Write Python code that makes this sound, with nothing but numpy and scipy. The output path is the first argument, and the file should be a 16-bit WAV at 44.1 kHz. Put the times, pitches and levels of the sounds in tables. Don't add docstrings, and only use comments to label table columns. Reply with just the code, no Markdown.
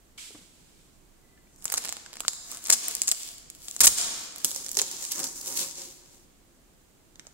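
import sys
import numpy as np
from scipy import signal
from scipy.fft import rfft, irfft, next_fast_len
from scipy.io import wavfile
from scipy.ndimage import uniform_filter1d, map_coordinates

SR = 44100
rng = np.random.default_rng(int(sys.argv[2]) if len(sys.argv) > 2 else 0)


def persist_wave(psi):
    counts = np.round(np.clip(psi, -1, 1) * 32767).astype(np.int16)
    wavfile.write(sys.argv[1], SR, np.atleast_2d(counts).T)


def to_linear_factor(level_db):
    exponent = np.asarray(level_db, float) / 20
    return 10 ** exponent


N = 323253
T = np.arange(N) / SR

# (frequency [Hz], density [dB per Hz])
FLOOR = [(12, -29.5), (22, 0), (70, -11.5), (104, -12), (130, -12.5), (346, -12.5), (432, -18),
         (588, -20.5), (715, -20.5), (800, -23), (2380, -28.5), (5500, -30.5), (7600, -26.5), (10000, -32),
         (15900, -34)]
# (frequency [Hz], left minus right [dB])
FLOOR_PAN = [(60, -3.5), (400, -0.6), (4400, -2), (8100, -4.5), (15000, 0)]
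FLOOR_DB = -61

# (frequency [Hz], density [dB per Hz])
BRUSH_COLOUR = [(590, -46), (1000, -13), (1180, -25), (1290, -12.5), (1830, -13), (2250, -4.5), (2680, -6),
                (3150, -3), (6250, -5.5), (7620, -1.5), (16000, -23)]
BRUSH_S, BRUSH_HOLD_S, BRUSH_DB, BRUSH_FALL_DB_S = 0.178, 0.051, -43.5, 84
BRUSH_TRAIL_S, BRUSH_TRAIL_DB, BRUSH_TRAIL_DB_S = 0.641, -63.5, 62

# (time [s], peak [dB], frequency [Hz], T60 [s])
KNOCKS = [(.18, -43, 2290, 0.12), (0.18, -42, 3130, 0.091), (0.305, -44.5, 422, 0.046),
          (.347, -39, 298, 0.085), (.349, -50, 560, 0.059), (.385, -51, 240, .09), (.412, -48, 190, 0.098),
          (0.349, -58, 1210, 0.015), (4.449, -41, 188, 0.076), (4.772, -34, 406, 0.14),
          (4.811, -36, 397, 0.12), (1.373, -56, 1750, 0.065), (1.47, -56, 2300, 0.024),
          (2.061, -32, 1573, 0.011), (2.129, -50, 943, 0.017), (2.235, -27, 1250, 0.0064),
          (2.2498, -8, 1370, 0.0041), (2.52, -38.5, 1175, 0.029), (7.251, -38, 652, 0.0104),
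          (7.269, -41, 590, 0.013), (1.651, -50, 150, 0.15)]
# (time [s], frequency [Hz], level [dB])
SQUEAK = [
    (1.16, 1950, -88),
    (1.21, 1985, -78),
    (1.33, 2010, -75),
    (1.4, 2020, -76),
    (1.46, 1960, -78),
    (1.55, 1980, -88),
]
# (time [s], level [dB])
THUMP = [
    (3.795, -75),
    (3.81, -37),
    (3.885, -36),
    (3.93, -44),
    (3.96, -54),
    (4.1, -62),
]

# (time [s], glue [dB], edge re glue [dB])
RIP_TICKS = [(2.7019, -4, -14), (2.7031, -5, -18), (2.7089, -21, -16), (2.7104, -25, -11),
             (2.7124, -25, -11), (2.7155, -16, -16), (2.7182, -21, -17), (2.7199, -21, -19),
             (2.7249, -13, -10), (2.7265, -8, -11), (2.7281, -4, -17), (2.7295, -5, -21), (2.7312, -8, -12),
             (2.7341, -4, -20), (2.7361, -18, -13), (2.7432, -14, -13), (2.7469, -20, -12),
             (3.805, -14, -6), (3.8071, -9, -5), (3.8081, -10, -11), (3.8095, -9, -4), (3.8116, -5, -5),
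             (3.8145, -11, -11), (3.8176, -11, -15), (3.8195, -13, -17), (3.821, -14, -11),
             (3.8242, -17, -11), (3.8305, -18, -9), (3.8333, -15, -7), (3.8357, -5, -10),
             (3.8385, -10, -11), (3.8396, -7, -11), (3.8422, -12, -4), (3.8448, -9, -11), (3.8486, -9, -10),
             (3.8507, -9, -7), (3.8523, -12, -5), (3.8562, -11, 0), (3.8626, -12, 1), (3.8686, -6, -6),
             (3.8755, -10, -2), (3.8811, -19, -9), (3.8826, -20, -9), (3.886, -17, -14), (3.8877, -18, -11)]
SHORT_TICKS = [(1.5613, -45.5, 0), (1.6068, -50, -14), (1.6535, -40, -12), (1.655, -34, -8),
               (1.6803, -26.5, -11.5), (1.72, -23, -3), (1.7261, -25, -10.5), (1.731, -24, -18),
               (1.746, -21.5, -13.5), (1.7588, -23, -14), (1.7717, -22, -17.5), (1.8225, -31, -18.5),
               (1.8986, -27, -25.5), (2.1977, -33, -8), (2.5326, -31.5, -11), (2.547, -30, -7),
               (2.572, -32, 8), (2.6546, -23, -12.5), (3.0793, -16, -10), (3.0828, -22.5, -6),
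               (3.0858, -20.5, -13), (3.0957, -24.5, -20), (3.1005, -24.5, -8), (3.116, -27, -11.5),
               (3.1178, -20.5, -9), (3.122, -21.5, -10.5), (3.233, -24.5, -15), (3.315, -38.5, -4),
               (3.7932, -30.5, -15.5), (3.9845, -14.5, -11), (4.0137, -16.5, -24), (4.129, -40, 5.5),
               (4.162, -41, 2), (4.2, -44.5, 5), (4.3243, -33, -12)]
LONG_TICKS = [(4.45, -23, -13), (4.453, -28, -2), (4.454, -16, -16), (4.461, -34, -7.5), (4.4656, -25, -8),
              (4.4823, -29, -9), (4.5166, -28, -15), (4.5477, -17, -7), (4.5614, -18, -4),
              (4.563, -29, -13), (4.646, -23, -6), (4.6605, -29, -12), (4.685, -21, -2), (4.6905, -33, -5),
              (4.7313, -25, 1), (4.7456, -24, -4), (4.7518, -18, -3), (4.756, -29, -6), (4.773, -8, -14),
              (4.7774, -18, -11), (4.788, -10, 0), (4.7904, -4.5, -19), (4.7931, -20, -15),
              (4.795, -24, -8), (4.796, -11, -16), (4.8, -21, -9), (4.819, -24, -20), (4.823, -19, -22),
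              (4.839, -33, -12), (4.8657, -25, -13), (4.882, -22, -15), (4.9144, -25, -19),
              (4.9673, -26, -13), (5.0413, -22, -15), (5.0513, -16, -10), (5.0549, -32, -15),
              (5.0671, -34, -14), (5.1129, -17, -6), (5.1177, -16, 7), (5.1204, -12, 4), (5.125, -21, -1),
              (5.1591, -21, -2), (5.193, -16, -1), (5.2013, -17, 2), (5.2323, -12.5, -28),
              (5.241, -13.5, -7), (5.269, -20.5, -16), (5.2743, -23.5, 2), (5.2889, -27, -22),
              (5.4603, -21, -1), (5.47, -21, -8), (5.4772, -23, -11), (5.502, -29, -13), (5.5253, -21, -18),
              (5.573, -23, -10), (5.575, -19, -14), (5.596, -25, -22)]
# (gain [dB], body re glue [dB], paper re glue [dB], left minus right [dB])
TICK_VOICES = [
    (7, -22, -13.5, 5),
    (10, -18, -7, 0.5),
    (5, -19, -7, -6),
]
TICK_S, TICK_ALIKE = 0.00026, 0.51

# (time [s], glue [dB], body re glue [dB], edge re glue [dB])
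CORNER_SNAPS = [(1.6242, -43, -12, -8), (1.6438, -36, -24, 5), (1.655, -19, -13, -6.5),
                (1.7008, -24, -15, -16.5), (1.723, -26.5, -2.5, 10), (1.74, -18, -4.5, -2.5),
                (1.776, -18, -13.5, -14), (1.7798, -15.5, -14, -12), (1.8403, -32.5, -6, -15.5),
                (1.8491, -26.5, -7.5, -20.5), (1.854, -30, -6.5, 1), (1.864, -36, -21, -10),
                (1.876, -33.5, -6.5, -9.5), (1.886, -30.5, -16, -34), (1.892, -26, -10, -5),
                (1.9255, -22.5, -11, -8), (1.9685, -34, -7.5, -10), (2.0621, -36.5, -12, -36.5),
                (2.131, -38, -4, -6), (2.139, -42, -4, -8), (2.1561, -41, -2, -3), (2.1694, -32.5, -8, -29),
                (2.2054, -23.5, -8, -4.5), (2.2816, -11.5, -16.5, -14), (2.3335, -31.5, -12, -6),
                (2.5163, -30.5, -19, 1)]
SHORT_SNAPS = [(2.641, -35.5, -14, 3), (2.661, -31, -14.5, -14.5), (2.671, -29, -15.5, -2),
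               (2.685, -31, -6, -7.5), (2.694, -26.5, -10.5, -5), (2.714, -17, -10.5, -29),
               (2.7397, -15.5, -17, -4), (2.883, -25.5, -4.5, 12.5), (2.9117, -27, -15, -4),
               (2.9515, -19, -19.5, -2), (2.968, -28, -15, -18.5), (3.0182, -10.5, -25, -12),
               (3.035, -26.5, -28.5, -4.5), (3.075, -20.5, -31.5, -8.5), (3.0807, -10.5, -25, -16),
               (3.0897, -15.5, -20.5, -4.5), (3.1147, -8.5, -32, -9), (3.1205, -20, -14.5, 0),
               (3.1477, -31.5, -22.5, -18.5), (3.289, -35.5, -10, -18), (3.382, -41.5, -25, 0.5),
               (3.501, -31.5, -26.5, -5.5), (3.55, -42.5, -18, -0.5), (3.6197, -46, -31, -3.5),
               (3.684, -27.5, -16, -30.5), (3.712, -30, -38, -11.5), (3.7647, -25.5, -13.5, -9.5)]
LONG_SNAPS = [(4.179, -44.5, -16.5, -6), (4.3609, -35.5, -11, -1.5), (4.3828, -44.5, -33, 10),
              (4.4462, -9, -17.5, 0), (4.482, -30.5, -13, -13), (4.508, -31.5, -26, -1),
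              (4.5153, -24.5, -15.5, -10), (4.562, -29.5, -6.5, -1), (4.664, -27, -14, -10),
              (4.692, -29.5, -18, -6), (4.7159, -24.5, -24, -4), (4.7704, -14.5, -13, -8),
              (4.782, -26, -28, -3), (4.8167, -11, -16, -13), (4.914, -27, -23, -7),
              (5.413, -34.5, -18.5, 2.5), (5.571, -29, -27, -3), (7.157, -47, -8, -19),
              (7.196, -43, 1, -26), (7.269, -38, -11, -27)]
# (paper re glue [dB], left minus right [dB])
BOUTS = [
    (-10.5, -4.5),
    (-14, 1),
    (-15.5, -6),
]
PAPER_PER_DB, PAPER_SCATTER_DB, PAN_SCATTER_DB = 0.5, 2, -1.5
FIRST_SNAPS_UNTIL_S, FIRST_SNAPS_PAPER_DB = 1.66, -14
SLACK_FROM_S = 4.85
# (time [s], level [dB])
CREASES = [
    (2.2053, -34.5),
    (2.2818, -19.5),
    (2.7436, -31.5),
    (3.0183, -30.5),
    (3.0818, -36.5),
    (3.1164, -29),
    (4.4464, -24),
    (4.77, -27.5),
    (7.1957, -47.5),
]

# (time [s], hold [s], sizzle [dB], strip hum [dB])
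TUGS = [(1.667, 0.2, -49.5, -42.5), (2.093, 0.21, -66, -61), (2.29, .01, -51, -71),
        (2.53, 0.013, -43, -46.5), (2.673, 0.25, -42.5, -51.5), (3.08, 0.029, -68, -65),
        (3.18, 0.088, -50, -70), (3.654, 0.14, -49, -66.5), (3.9, .02, -58.5, -64),
        (3.99, 0.25, -48.5, -56.5), (4.451, 0.16, -44, -52.5), (4.788, 0.035, -40.5, -45.5),
        (4.874, 0.037, -42, -47.5), (5.024, 0.13, -39.5, -53), (5.183, 0.052, -34, -42),
        (5.366, 0.091, -42, -53), (5.473, 0.084, -37.5, -43.5), (5.593, 0.012, -32, -39.5),
        (5.805, 0.011, -40.5, -48), (5.998, 0.15, -60.5, -65)]
SIZZLE_RISE_DB_S, SIZZLE_FALL_DB_S = 131.5, 111.5
HUM_RISE_DB_S, HUM_FALL_DB_S = 222.5, 158
# (time [s], paper re glue [dB], edge re glue [dB])
GRIP = [(1.55, -37, -20), (1.66, -6.5, -2), (2.0, 8, -5), (2.3, -0.5, -1.5), (2.6, -10, -4.5),
        (2.9, -2.5, -3), (3.3, 1, 2), (3.7, -9.5, 0.5), (4.0, 3.5, -5), (4.35, -7, -4), (4.5, -8.5, -5),
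        (4.8, -13, -1.5), (5.1, -11, -8), (5.3, -17.5, -8), (5.5, -12.5, -5.5), (5.75, -11, -9),
        (6.0, -7.5, -5.5), (6.25, -3, -5)]
EDGE_WANDER_DB, BODY_WANDER_DB = 2, 2.5
# (time [s], frequency [Hz])
LIFT_ANGLE = [(1.6, 8360), (2.1, 7160), (2.42, 6220), (2.57, 8600), (3.8, 7800), (4.27, 6300), (4.44, 7800),
              (4.61, 6370), (5.07, 7100), (5.26, 6170), (6.0, 7400)]
PAINT_ECHO_DB = -10

# (time [s], length [s], glue [dB], body re glue [dB], edge re glue [dB])
RIPS = [(1.718, 0.024, -42, -10, -20), (2.698, 0.0059, -17.5, -10.5, -4.5), (2.7235, 0.013, -19, -17.5, -7),
        (3.804, 0.012, -15.5, -17, -0.5), (3.818, 0.012, -26, -11.5, -34), (3.832, 0.023, -18.5, -16, -2),
        (3.8556, 0.0034, -19, -24, 10), (3.8681, 0.01, -11, -19, -7), (4.789, 0.0098, -31, -8, -7),
        (5.107, 0.029, -40.5, -33, -17), (5.189, 0.0164, -41, -10, -10), (5.239, 0.0061, -39, -15, 3.5),
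        (5.471, 0.0075, -43, -32, 9), (5.567, 0.01, -34.5, -31, 4), (5.603, 0.029, -37.5, -29, -4)]
RIP_RISE_S, RIP_FALL_S = 0.0017, 0.001
RIP_PAPER_DB, SLACK_RIP_PAPER_DB = -8, -2

# (frequency [Hz], density [dB per Hz])
GLUE = [(1180, -51), (2000, -14), (2770, -14.5), (3460, -11.5), (4130, -9), (7390, -2), (11100, -11),
        (15100, -19), (16100, -7.5), (16500, -41.5)]
CROSS_HZ = (2300, 4800, 10500)
# (frequency [Hz], width [Hz], level [dB])
PATCH = [
    (7800, 2900, -5),
    (5950, 2450, 1),
]

# (frequency [Hz], width [Hz], level [dB])
SHORT_STRIP = [(236, 5.9, -10), (310, 30, -7.5), (475, 23, -7.5), (697, 31, 0.5), (1110, 680, 4)]
LONG_STRIP = [(272, 22, -12.5), (532.7, 13, -11), (760, 22, -9.5), (925, 25, -8.5)]
SLACK = (340, 320, -2.2)
# (time [s], frequency [Hz])
FLAP = [(4.4, 364), (4.8, 400), (4.93, 367), (5.2, 319), (5.45, 357), (6.0, 353)]
LONG_FROM_S = 4.4
FLAP_WIDTH_HZ, FLAP_DB, SHORT_SLACK_DB = 16, -4.5, -3

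# (frequency [Hz], T60 [s])
ROOM_T60 = [(150, 2.1), (600, 1.9), (2000, 1.56), (5000, 1.19), (9000, 0.81), (12000, 0.55), (15000, 0.45)]
ROOM_DB, NEAR_DB, NEAR_T60_S = -12.5, -12, 0.043

# (frequency [Hz], level [dB])
LEFT_SHADE = [(50, 0.5), (400, 3.5), (2000, 4.5), (7000, 4), (13000, -1)]
PORT_LAG_SAMPLES = 3.79
# (start [s], end [s], gain [dB])
DUCKS = [
    (2.283, 2.34, -2),
    (2.702, 2.83, -3),
    (3.08, 3.2, -2),
    (3.81, 3.972, -7),
    (4.447, 4.547, -2),
    (4.771, 4.917, -2),
]
TOP_HZ, CLIFF_HZ = 15700, 16900


def unit(x):
    return x / np.sqrt(np.mean(x ** 2))


def track(table, col, quiet=-120.):
    s, v = np.array(table)[:, 0], np.array(table)[:, col]
    return np.interp(T, s, v, left=quiet, right=quiet)


def on_log(table, hz):
    table_hz, value = np.array(table)[:, 0], np.array(table)[:, 1]
    return np.interp(np.log(hz + 1), np.log(table_hz + 1), value)


def band(x, lo_hz, hi_hz, order=2):
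    return signal.sosfilt(signal.butter(order, [lo_hz, min(hi_hz, 20000)], "band", fs=SR, output="sos"), x)


def colour(x, table):
    c = irfft(on_log(table, np.fft.rfftfreq(1024, 1 / SR)) * np.log(10) / 20)
    c[1:512] *= 2
    c[513:] = 0
    h = irfft(np.exp(rfft(c)))[:512]
    h = h / np.linalg.norm(h)
    return signal.fftconvolve(x, h[None] if x.ndim > 1 else h)[..., :N]


def walk(rate_hz):
    k = int(SR / rate_hz)
    return uniform_filter1d(np.repeat(rng.standard_normal(N // k + 1), k), k)[:N]


def swell(s, hold_s, db, rise_db_s, fall_db_s):
    rise_db = rise_db_s * np.maximum(s - T, 0)
    fall_db = fall_db_s * np.maximum(T - s - hold_s, 0)
    return to_linear_factor(db - rise_db - fall_db)


def glide(x, hz, width_hz):
    turn = np.exp(2j * np.pi * np.cumsum(hz) / SR)
    return 2 * np.real(turn * signal.lfilter(*signal.butter(1, width_hz / 2, fs=SR), x / turn))


def crackle(per_s, scatter_db, alike):
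    def one():
        hits = (rng.random(N) < per_s / SR) * rng.standard_normal(N)
        return hits * to_linear_factor(scatter_db * np.minimum(rng.exponential(size=N), 4.5))
    return unit(np.sqrt(alike) * one() + np.sqrt(1 - alike) * np.array([one(), one()]))


def hush():
    size = next_fast_len(N)
    mid, left, right = rfft(rng.standard_normal((3, size)))
    hz = np.fft.rfftfreq(size, 1 / SR)
    alike = 0.52 / (1 + (hz / 600) ** 2)
    pan_db = np.array([[.5], [-.5]]) * on_log(FLOOR_PAN, hz)
    spectrum = np.sqrt(alike) * mid + np.sqrt(1 - alike) * np.array([left, right])
    both = irfft(to_linear_factor(on_log(FLOOR, hz) + pan_db) * spectrum, size)[:, :N]
    rumble = band(both, 9.2, 370, order=1)
    return unit(both + rumble * (to_linear_factor(2 * walk(2.7)) - 1)) * to_linear_factor(FLOOR_DB + 2.5)


def brush():
    sweep = swell(BRUSH_S, BRUSH_HOLD_S, BRUSH_DB, 9000, BRUSH_FALL_DB_S)
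    sweep += swell(BRUSH_S, BRUSH_TRAIL_S, BRUSH_TRAIL_DB, 9000, BRUSH_TRAIL_DB_S)
    grain = colour(crackle(20000, 0.97, 0.045), BRUSH_COLOUR)
    return grain * sweep * to_linear_factor(0.67 * walk(79.7) + np.array([[-1.3], [1.3]]))


def knocks():
    out = np.zeros(N)
    t = T[:2500]
    for s, db, hz, t60_s in KNOCKS:
        wobble = unit(band(rng.standard_normal(len(t)), hz / 1.7, hz * 1.7, order=1))
        body = np.sin(2 * np.pi * hz * t) + .4 * wobble
        out[int(s * SR):][:len(t)] += to_linear_factor(db - 60 * t / t60_s) * body * np.minimum(t / .002, 1)
    return out


def squeak():
    rub = unit(band(rng.standard_normal(N), 3, 25, order=1))
    hz = track(SQUEAK, 1, quiet=0) + 14 * walk(40)
    tone = np.sqrt(2) * np.sin(2 * np.pi * np.cumsum(hz) / SR)
    return to_linear_factor(track(SQUEAK, 2)) * (1 + .5 * rub) * tone


def ticks():
    parts = np.zeros((4, 2, N + 40))
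    fade = np.exp(-np.arange(40) / (TICK_S * SR))
    probe = np.cos(2 * np.pi * 7500 / SR * np.arange(12))[None] * np.hanning(12)
    for rows, (gain_db, body_db, paper_db, pan_db) in zip((RIP_TICKS, SHORT_TICKS, LONG_TICKS), TICK_VOICES):
        pan = to_linear_factor(np.array([[pan_db], [-pan_db]]) / 2)
        for (s, db, edge_db), chance in zip(rows, rng.standard_normal((len(rows), 6, 40))):
            glue = fade * (np.sqrt(TICK_ALIKE) * chance[0] + np.sqrt(1 - TICK_ALIKE) * chance[1:3])
            probed = signal.oaconvolve(glue, probe)
            plain = glue / np.linalg.norm(glue)
            burst = np.array([glue * np.sqrt(6) / np.linalg.norm(probed), plain, plain, plain])
            part_db = np.array([0, body_db + 3 * chance[3, 0], paper_db + 3 * chance[4, 0], edge_db])
            share = to_linear_factor(db + gain_db + part_db)
            i = int(s * SR)
            parts[:, :, i:i + 40] += share[:, None, None] * burst * pan
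    return parts[:, :, :N]


def snaps():
    parts = np.zeros((4, 2, N + 300))
    fade = np.exp(-np.arange(300) / 35.)
    for rows, (paper_db, pan_db) in zip((CORNER_SNAPS, SHORT_SNAPS, LONG_SNAPS), BOUTS):
        for (s, db, body_db, edge_db), chance in zip(rows, rng.standard_normal((len(rows), 4, 300))):
            spatter = .08 if s < SLACK_FROM_S else .3
            burst = spatter * fade * (0.5 * chance[0] + 1.7 * chance[1:3])
            burst[:, 0] = -1
            burst[:, 6 * int(np.clip(3 + .7 * chance[3, 0], 1, 4))] -= .4
            side_db = pan_db + PAN_SCATTER_DB * chance[3, 1]
            burst *= to_linear_factor(db + 15.5 + np.array([[side_db], [-side_db]]) / 2) / np.linalg.norm(burst[0])
            papery_db = paper_db - PAPER_PER_DB * (db + 20.5) + PAPER_SCATTER_DB * chance[3, 2]
            papery_db += FIRST_SNAPS_PAPER_DB * (s < FIRST_SNAPS_UNTIL_S)
            share = to_linear_factor(np.array([0, body_db, papery_db, edge_db]))
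            i = int(s * SR)
            parts[:, :, i:i + 300] += share[:, None, None] * burst
    return parts[:, :, :N]


def off_paint(x):
    late_s = 1 / (np.interp(T, *np.array(LIFT_ANGLE).T) * (1 + .04 * walk(15)))
    echo = np.array([map_coordinates(c, [(T - late_s) * SR], order=3) for c in x])
    return (x + to_linear_factor(PAINT_ECHO_DB) * echo) / (1 + to_linear_factor(PAINT_ECHO_DB))


def sizzle():
    pulls = [swell(s, hold_s, db, SIZZLE_RISE_DB_S, SIZZLE_FALL_DB_S) for s, hold_s, db, _ in TUGS]
    gusts = to_linear_factor(1.3 * walk(60) + 1.6 * walk(300))
    fine = crackle(4000, 2.97, 0.26) * np.max(pulls, axis=0) * gusts
    glue = off_paint(fine) * to_linear_factor(-1.0)
    body = fine * to_linear_factor(-21.0 + BODY_WANDER_DB * walk(15))
    paper = off_paint(fine) * to_linear_factor(track(GRIP, 1) + 2 * walk(9) + 3.5)
    edge = fine * to_linear_factor(track(GRIP, 2) + EDGE_WANDER_DB * walk(12))
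    return np.array([glue, body, paper, edge])


def strip(kicks):
    pulls = [swell(s, hold_s, db, HUM_RISE_DB_S, HUM_FALL_DB_S) for s, hold_s, _, db in TUGS]
    shake = rng.standard_normal(N) * np.max(pulls, axis=0) * to_linear_factor(14.0 + 2 * walk(30)) + to_linear_factor(8.0) * kicks

    def hum(modes):
        return sum(to_linear_factor(db) * band(shake, hz - w / 2, hz + w / 2, order=1) * np.sqrt(100 / w)
                   for hz, w, db in modes)
    slack = hum([SLACK])
    flap_hz = np.interp(T, *np.array(FLAP).T)
    flap = to_linear_factor(FLAP_DB) * glide(shake, flap_hz, FLAP_WIDTH_HZ) * np.sqrt(100 / FLAP_WIDTH_HZ)
    short = hum(SHORT_STRIP) + to_linear_factor(SHORT_SLACK_DB) * slack
    long = hum(LONG_STRIP) + flap + slack
    freed = np.clip(T / 3.3, 0, 1) ** 2
    return freed * np.where(T < LONG_FROM_S, short, long)


def rips():
    start_s, length_s, glue_db, body_db, edge_db = np.array(RIPS).T
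    gates = []
    for s, length, db in zip(start_s, length_s, glue_db):
        fall = np.exp(-np.maximum(T - s - length, 0) / RIP_FALL_S)
        gates.append(np.clip((T - s) / RIP_RISE_S, 0, 1) * fall * to_linear_factor(db))
    paper_db = np.where(start_s < LONG_FROM_S, RIP_PAPER_DB, SLACK_RIP_PAPER_DB)
    share = to_linear_factor(np.array([0 * start_s, body_db, paper_db, edge_db])) @ np.array(gates)
    return share[:, None] * crackle(12000, 2.5, .6) * to_linear_factor(2.5 * walk(700))


def creases():
    paper = np.zeros((2, N + 300))
    fade = np.exp(-np.arange(300) / 35.)
    for s, db in CREASES:
        crack = 0.25 * fade * rng.standard_normal((2, 300)) - np.eye(1, 300)
        i = int(s * SR)
        paper[:, i:i + 300] += to_linear_factor(db + 22.0) * crack / np.linalg.norm(crack[0])
    return paper[:, :N]


def jolt():
    wide = band(rng.standard_normal(N), 12, 300, order=1)
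    deep = band(rng.standard_normal(N), 15, 60)
    return to_linear_factor(track(THUMP, 1)) * unit(wide + 3 * deep)


def ring(glue):
    short, long = ((glue + to_linear_factor(db) * band(glue, hz - w / 2, hz + w / 2, order=1)) / (1 + to_linear_factor(db) / 2)
                   for hz, w, db in PATCH)
    return np.where(T < LONG_FROM_S, short, long)


def voiced(parts):
    table = [(150, -34), (500, -19.0), (1200, -13.5)] + GLUE[1:]
    click = rfft(colour(np.eye(1, 512, 40)[0], table)[:512])
    hz = np.fft.rfftfreq(512, 1 / SR)
    low, middle, high = (1 / (1 + (hz / f) ** 8) for f in CROSS_HZ)
    out = 0
    for x, weight in zip(parts, (high - middle, low, middle - low, 1 - high)):
        kernel = irfft(click * weight)
        kernel = kernel[None] / np.linalg.norm(kernel)
        out = out + signal.oaconvolve(x, kernel)[:, 40:N + 40]
    return out


def kitchen(x):
    t = np.arange(int(1.6 * SR)) / SR
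    tail = np.zeros((2, len(t)))
    for hz in 90 * 2 ** np.arange(0, 8, .5):
        noise = band(rng.standard_normal((2, len(t))), hz / 1.343, hz * 1.244)
        tail += noise * to_linear_factor(-60 * t / on_log(ROOM_T60, hz))
    tail += 0.45 * band(tail.sum(0), 40, 270, order=1)
    tail *= np.clip(t / 0.0023, 0, 1)
    near = rng.standard_normal((2, len(t))) * to_linear_factor(-60 * t / NEAR_T60_S) * (t > .0015)
    response = to_linear_factor(ROOM_DB) * tail / np.linalg.norm(tail[0]) + to_linear_factor(NEAR_DB) * near / np.linalg.norm(near[0])
    return signal.fftconvolve(x[None], response)[:, :N]


def far_port(x):
    taps = np.arange(-16, 17)
    late = np.convolve(x, np.sinc(taps - PORT_LAG_SAMPLES) * np.hanning(len(taps)), "same")
    return colour(late, LEFT_SHADE)


def duck():
    return to_linear_factor(sum(db * (T >= a) * np.exp(-np.maximum(T - b, 0) / .003) for a, b, db in DUCKS))


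def scene():
    breaks = snaps() + rips() + ticks()
    breaks[2] += creases()
    breaks = breaks / duck()
    breaks[0] = ring(breaks[0])
    tape = voiced(breaks + sizzle()) + strip(breaks[1, 1])
    room = kitchen(tape[1])
    tape = tape + knocks() + squeak() + jolt()
    return np.array([far_port(tape[0]), tape[1]]) + room + brush() + hush()


def low_pass(x):
    return signal.sosfilt(signal.butter(12, 16980, fs=SR, output="sos"), x)


def record(dry):
    x = .82 * np.tanh(dry * duck() / .82)
    x = signal.sosfilt(signal.ellip(6, .3, 24, TOP_HZ, fs=SR, output="sos"), x)
    x = signal.sosfilt(signal.ellip(12, .2, 100, CLIFF_HZ, fs=SR, output="sos"), x)
    return low_pass(x)


dry = scene()
out = record(dry)
persist_wave(out)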